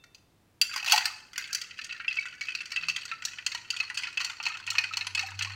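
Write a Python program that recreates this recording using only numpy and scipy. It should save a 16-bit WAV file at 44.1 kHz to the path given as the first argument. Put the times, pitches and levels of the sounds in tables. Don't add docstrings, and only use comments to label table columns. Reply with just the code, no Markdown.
import sys
import numpy as np
from scipy import signal
from scipy.fft import rfft, irfft, next_fast_len
from scipy.io import wavfile
from scipy.ndimage import map_coordinates

SR = 44100
rng = np.random.default_rng(int(sys.argv[2]) if len(sys.argv) > 2 else 0)


def wrap_up_sound(samples):
    columns = np.atleast_2d(samples).T
    tamed = np.clip(columns, -1, 1)
    steps = np.round(tamed * 32767).astype(np.int16)
    wavfile.write(sys.argv[1], SR, steps)


N = 244843
T = np.arange(SR // 10) / SR
STRIKE = SR // 83
SPOON_AT = 0.614
PLUNGE_AT = 0.935


def amp(db):
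    return 10 ** (np.asarray(db) / 20)


def unit(x, count=None):
    return x / np.sqrt(np.mean(x[:count] ** 2) + 1e-20)


def along(points, hz):
    f, v = np.transpose(points)
    return np.interp(np.log(hz + 1), np.log(f), v)


def curve(points, t):
    s, v = np.transpose(points)
    return np.interp(t, s, v)


def fade(t60, t=T):
    return np.exp(-np.log(1000) * t / t60)


def coloured(x, gain):
    m = 2 * next_fast_len(len(x) * 2 // 3)
    log_gain = np.log(np.maximum(gain(np.fft.rfftfreq(m, 1 / SR)), 1e-5))
    cepstrum = irfft(log_gain)
    cepstrum[1:m // 2] *= 2
    cepstrum[m // 2 + 1:] = 0
    response = np.exp(rfft(cepstrum))
    return irfft(rfft(x, m) * response, m)[:len(x)]


def band(hz, lo_hz, hi_hz, order=8):
    low_side = 1 + (lo_hz / (hz + 1)) ** (2 * order)
    high_side = 1 + (hz / hi_hz) ** (2 * order)
    return 1 / np.sqrt(low_side * high_side)


def tone(hz, t60, attack, glide=0):
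    wave = np.sin(2 * np.pi * hz * (T + glide * T ** 2 / 2))
    return unit(wave * fade(t60) * (1 - np.exp(-T / attack)), count=STRIKE)


def add(track, s, sound):
    part = track[max(round(s * SR), 0):][:len(sound)]
    part += sound[:len(part)]


# frequency in Hz, relative level in dB.
AIR_SPECTRUM = [(15, -18), (25, -13.5), (113, -7.5), (271, -12.5), (344, -13), (382, -15.5), (14000, -38)]
# time in seconds, level in dB before the trim and the waver.
HUM_SWELL = [(2.8, -73), (3.23, -70), (4.62, -68), (4.71, -53), (4.83, -61.5), (5.29, -51.5), (5.36, -42.5),
             (5.5, -46.5)]
HUM_HZ, HUM_WAVER_HZ = 97, 2
BRIEF_HUM_AT, BRIEF_HUM_S, BRIEF_HUM_HZ, BRIEF_HUM_DB = 2.88, 0.071, 163, -57.5


def background(air_db=-66, hum_trim_db=-2, waver_db=1.5):
    t = np.arange(N) / SR
    air = unit(coloured(rng.standard_normal(N), lambda hz: amp(along(AIR_SPECTRUM, hz))))
    drift, waver = [map_coordinates(knots, [t * 10]) for knots in rng.standard_normal((2, 64))]
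    hum = np.sqrt(2) * np.sin(2 * np.pi * np.cumsum(HUM_HZ + HUM_WAVER_HZ * drift) / SR)
    hum_level = amp(curve(HUM_SWELL, t) + hum_trim_db + waver_db * waver)
    brief_level = amp(BRIEF_HUM_DB) * np.exp(-((t - BRIEF_HUM_AT) / BRIEF_HUM_S) ** 2)
    brief = brief_level * np.sin(2 * np.pi * BRIEF_HUM_HZ * t)
    return amp(air_db) * air + brief + hum_level * hum


# frequency in Hz, t60 in seconds.
ROOM_DECAY = [(700, 0.51), (1400, 0.72), (3000, 0.43), (7000, 0.6), (12000, 0.32)]


def room(x, gap=0.006, count=14):
    out = np.zeros(N)
    edges = np.linspace(0, N, count + 1).astype(int)
    for a, b in zip(edges, edges[1:]):
        hz, t, z = signal.stft(rng.standard_normal(SR), SR, nperseg=256)
        decay = fade(along(ROOM_DECAY, hz)[:, None], t)
        tail = signal.istft(z * decay, SR, nperseg=256)[1]
        add(out, a / SR + gap, signal.fftconvolve(x[a:b], tail / np.linalg.norm(tail)))
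    return out


HELD_MODES = [2660, 3590]


def held_spoon(level_db=-65, t60=0.92):
    t = np.arange(N) / SR
    return amp(level_db) * fade(t60, t) * sum(np.sin(2 * np.pi * hz * t) for hz in HELD_MODES)


# time in seconds, height from 0 to 1.
DRINK_HEIGHT = [(1.9, 0.18), (2.9, 0.45), (4.2, 0.83), (5.5, 0.92)]
# frequency at rest in Hz, frequency at full swirl in Hz.
GLASS_LOADING = [(2626, 2570), (4713, 4335), (1367, 830)]
PLUNGE_DEEPENS, PLUNGE_S = 0.503, 0.204
DRY_SNAP_DB, WET_SNAP_DB, WET_AT, WETTING_S = -13.5, -22, 1.4, 0.39
SWIRL_SNAP_DB = 1


def swirl(s):
    rest, full = np.transpose(GLASS_LOADING)
    height = curve(DRINK_HEIGHT, s)
    low_hz, high_hz, deep_hz = rest + (full - rest) * height
    deep_hz *= 1 - PLUNGE_DEEPENS * np.exp(-((s - PLUNGE_AT) / PLUNGE_S) ** 2)
    wet = np.clip((s - WET_AT) / WETTING_S, 0, 1)
    snap_db = DRY_SNAP_DB + (WET_SNAP_DB - DRY_SNAP_DB) * wet + SWIRL_SNAP_DB * height
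    return low_hz, high_hz, deep_hz, snap_db


# start in seconds, activity in dB.
SPOON_TURNS = [(1.369, -42.5), (1.76, -42.5), (2.08, -40.5), (2.40, -40), (2.70, -41.5), (2.96, -44.5),
               (3.22, -42.5), (3.46, -45.5), (3.73, -40), (3.94, -38.5), (4.18, -39.5), (4.42, -37.5),
               (4.67, -40), (4.92, -43), (5.15, -38), (5.39, -41)]
PLUNGE_DB, PLUNGE_RISE_DB_PER_S, PLUNGE_FALL_DB_PER_S = -26, 72, 102
SHOVE_SAG_DB, SHOVE_SAG_POWER = 16, 3


def busy(s):
    starts, db = np.transpose(SPOON_TURNS)
    if s < starts[0]:
        return PLUNGE_DB - max(PLUNGE_RISE_DB_PER_S * (PLUNGE_AT - s), PLUNGE_FALL_DB_PER_S * (s - PLUNGE_AT))
    k = np.searchsorted(starts, s, side="right") - 1
    length = np.diff(starts)[min(k, len(starts) - 2)]
    return db[k] - SHOVE_SAG_DB * ((s - starts[k]) / length) ** SHOVE_SAG_POWER


def bubbles(level_db=-4, glide=3.1, spread=0.16, count=22):
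    out = np.zeros(N)
    for place, size in rng.random((count, 2)):
        s = SPOON_AT + place * (N / SR - SPOON_AT)
        deep_hz = swirl(s)[2]
        hz = deep_hz * np.exp(spread * (1 + 2 * size))
        add(out, s, amp(busy(s) + level_db) * tone(hz, t60=0.056, attack=0.0024, glide=glide))
    return out


def burst(gain, t60, pitched, hold=0.0064, cube_t60=0.034):
    chatter = coloured(rng.standard_normal(len(T)) * fade(t60, np.maximum(T - hold, 0)), gain)
    hz = np.fft.rfftfreq(len(T), 1 / SR)
    power = np.cumsum(gain(hz) ** 2)
    pitches = np.interp(rng.random(2), power / power[-1], hz)
    cube = sum(tone(f, cube_t60, attack=0.0005) for f in pitches)
    return np.sqrt(1 - pitched) * unit(chatter, count=STRIKE) + np.sqrt(pitched) * unit(cube, count=STRIKE)


def snap(db, hardness=0.18, edge_hz=9000, droop_db=5):
    def gain(hz):
        return band(hz, edge_hz, SR) * amp(-droop_db * np.log2(1 + hz / edge_hz))
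    click = coloured(rng.standard_normal(len(T)) * fade(0.046), gain)
    return amp(db + hardness * (db + 75)) * unit(click, count=STRIKE)


# centre in Hz, width in Hz, relative level in dB.
GLASS_CAVITY = [(809, 145, -4), (986, 51, -9.5), (1425, 82.3, -0.5), (1924, 56.6, 3.5), (2319, 57.6, 3.5)]


def cavity(hz):
    power = 0
    for centre, width, db in GLASS_CAVITY:
        power = power + amp(2 * db) / (1 + (2 * (hz - centre) / width) ** 2)
    return np.sqrt(power)


# frequency in Hz, relative level in dB.
WALL_CLACK = [(2000, -18), (2600, 2.5), (3000, 3), (3600, -15.5), (4000, -6.5), (4500, 1), (5200, -17),
              (6000, -25)]
# frequency in Hz, relative level in dB.
ICE_CRACK = [(4200, -25), (5000, -4), (5800, 1.5), (7300, -7.5), (8600, -12.5), (10500, -29.5)]


def clink(s, knock_db, low_db, high_db, crack_db, clean_db=6, scatter=0.0275, size_scatter=0.0563,
          pitched=0.62, ring_t60=0.031, clean_t60=0.031):
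    low_hz, high_hz, deep_hz, snap_db = swirl(s)
    size = np.exp(size_scatter * rng.standard_normal())
    knock = burst(lambda hz: cavity(hz * size) * band(hz, deep_hz, 2330), t60=0.095, pitched=pitched)
    crack = burst(lambda hz: amp(along(ICE_CRACK, hz * size)), t60=0.025, pitched=pitched / 2)
    out = amp(knock_db) * knock + amp(crack_db) * crack
    for db, mode_hz, lo_hz, hi_hz in [(low_db, low_hz, 2350, 3500), (high_db, high_hz, 3500, 5150)]:
        ringing = 1 / (1 + amp(2 * (max(knock_db, crack_db) + clean_db - db)))
        ring_hz = mode_hz * (1 + scatter * (1 - ringing / 2) * rng.standard_normal())
        ring = tone(ring_hz, ring_t60 + clean_t60 * ringing, attack=0.0012)
        clack = burst(lambda hz: amp(along(WALL_CLACK, hz * size)) * band(hz, lo_hz, hi_hz),
                      t60=0.032, pitched=pitched)
        out += amp(db) * (np.sqrt(ringing) * ring + np.sqrt(1 - ringing) * clack)
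    return out + snap(crack_db + snap_db)


def jostle(rate=60, level_db=-4.0, spread_db=7.5, colour_db=(-6, -2, -5, -12)):
    out = np.zeros(N)
    count = int(rate * (N / SR - SPOON_AT))
    for k, (place, *colour) in enumerate(rng.random((count, 5))):
        s = SPOON_AT + (k + place) / rate
        db = busy(s) + level_db + spread_db * (2 * np.array(colour) - 1)
        add(out, s, clink(s, *(db + colour_db)))
    return out


# frequency in Hz, level in dB, t60 in seconds.
SPOON_STRIKE = [(2695, -24.5, 0.041), (4700, -20, 0.077), (7180, -32, 0.033), (10500, -40, 0.039)]
# start in seconds, strength in dB, hardness in dB,
# knock of the filled glass in dB over the strength.
CONTACTS = [(0.0385, -66.5, 15.5, 11), (0.147, -53, 6, -16), (0.614, -27, 9.5, -10.5),
            (0.7386, -42.5, 6, 5), (0.761, -38, 9.5, 5.5), (0.7761, -41.5, 7, 1.5), (0.8631, -37.5, 3, 0.5),
            (0.878, -35.5, 4.5, -17), (0.8966, -28.5, -1, -14), (0.9102, -32, 7, -8),
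            (0.9209, -20, 6, -6.5), (0.9326, -28.5, 7, 1), (0.9603, -30.5, 5, -1), (0.9776, -25.5, 1.5, -3),
            (1.055, -31, 9, -2), (1.332, -53, 9, 3.5), (1.3586, -43.5, 0, -0.5), (1.3787, -42, 15.5, 8.5),
            (1.5291, -50.5, 27, 6), (1.548, -35, 13, -3.5), (1.6147, -40, 9.5, -4.5),
            (1.709, -44.5, -6.5, -3), (1.7893, -39, -3, -1.5), (1.844, -48.5, 15, -9),
            (1.9089, -39.5, -15, -16), (1.925, -42.5, 0, -1), (2.0008, -46, -8, 8), (2.046, -50, -12, 10.5),
            (2.08, -28.5, -16.5, -14.5), (2.1104, -35, -13, -11), (2.1705, -34.5, -13.5, -8),
            (2.2543, -52, 6, 14), (2.41, -38, 1.5, -4.5), (2.4846, -35.5, -16, -6), (2.5502, -34, 1.5, -11),
            (2.6054, -37.5, -5.5, -8), (2.656, -47, 9, -3.5), (2.719, -38.5, 7, -0.5),
            (2.7613, -31.5, -4.5, -4), (2.7724, -35.5, -30, -23), (2.834, -40.5, -19, -4),
            (2.8845, -29.5, 2.5, -10), (2.8967, -30.5, -1, -12.5), (2.962, -34.5, 4.5, -2),
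            (3.053, -48.5, 15.5, 2), (3.1142, -36, -6, -0.5), (3.222, -44, 1.5, 3.5),
            (3.2512, -40, 18.5, -14), (3.3853, -41, -10, 1.5), (3.464, -29, 6, -10.5),
            (3.5182, -40, 7, -3.5), (3.548, -35.5, 4, -2), (3.7033, -30, 3.5, -16.5), (3.765, -38, 1, -13),
            (3.8019, -26.5, -5, -11.5), (3.9, -43, 1, 6.5), (3.9736, -31.5, 2, -13), (3.9861, -38.5, 4, -9),
            (4.0341, -35.5, -3.5, -2), (4.0704, -41, -6, 3), (4.173, -27.5, -7, -10), (4.203, -34, 0, -3),
            (4.2117, -36, 4, -2.5), (4.2461, -34, 8.5, -7), (4.298, -38.5, -0.5, 1), (4.4008, -39, -13, -1),
            (4.428, -49, 14, -6), (4.454, -32.5, -2, -14), (4.4649, -28, -3.5, -7), (4.666, -45.5, 9, -2),
            (4.6757, -36, -9, -3), (4.7032, -33.5, 10, -20), (4.7524, -35, -4, -2),
            (4.783, -20.5, -3.5, -10), (4.8389, -33, -5, -3), (4.9359, -34, -1.5, -9.5),
            (4.9704, -32.5, 7, -6.5), (5.01, -32.5, -4.5, -4.5), (5.068, -33.5, 2, -4),
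            (5.1489, -28.5, 0, -10.5), (5.1772, -32.5, -8.5, -5), (5.193, -31, 3.5, -4),
            (5.3906, -37, 5.5, -6), (5.4094, -33.5, -8, -3), (5.4228, -32, 3.5, -13),
            (5.447, -36.5, 0, -3.5)]
# level in dB over its strength, slope in dB per dB of hardness.
CONTACT_SHARES = [(0.5, -0.27), (-3, 0.6278), (-9, 1)]
# start in seconds, frequency in Hz, level in dB before the trim,
# t60 in seconds.
AIR_POCKETS = [(.924, 731, -33, 0.13), (.935, 863, -21.5, 0.053), (2.186, 2270, -24, 0.024),
               (2.413, 2257, -31.5, 0.035), (3.121, 1337, -35.5, 0.055), (4.546, 1330, -43, 0.035),
               (4.91, 1300, -38, 0.03), (5.232, 777, -40, 0.063)]


def ice(plunk_trim_db=-1, rebound_db=-16, rebound_gap=0.016, rebound_top_db=-33):
    out = np.zeros(N)
    add(out, SPOON_AT, sum(amp(db) * tone(hz, t60, attack=0.00126) for hz, db, t60 in SPOON_STRIKE))
    for s, strength_db, hardness_db, knock_db in CONTACTS:
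        levels = [strength_db + knock_db]
        levels += [strength_db + db + slope * hardness_db for db, slope in CONTACT_SHARES]
        add(out, s, clink(s, *levels))
        later = s + rebound_gap * (0.5 + 2 * rng.random())
        add(out, later, amp(rebound_db) * clink(later, *np.minimum(levels, rebound_top_db)))
    for s, hz, db, t60 in AIR_POCKETS:
        add(out, s, amp(db + plunk_trim_db) * tone(hz, t60, attack=0.011))
    return out


def scene(room_db=-12.5, lowest_hz=540):
    glass = coloured(ice() + jostle() + bubbles(), lambda hz: band(hz, lowest_hz, SR, order=3))
    return (glass + amp(room_db) * room(glass) + held_spoon() + background())[None]


def record(dry, top_hz=15900, slope_hz=400):
    m = next_fast_len(N + SR // 2)
    edge = np.clip((top_hz - np.fft.rfftfreq(m, 1 / SR)) / slope_hz + 0.5, 0, 1)
    return irfft(rfft(dry, m) * edge, m)[:, :N]


dry = scene()
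out = record(dry)
wrap_up_sound(out)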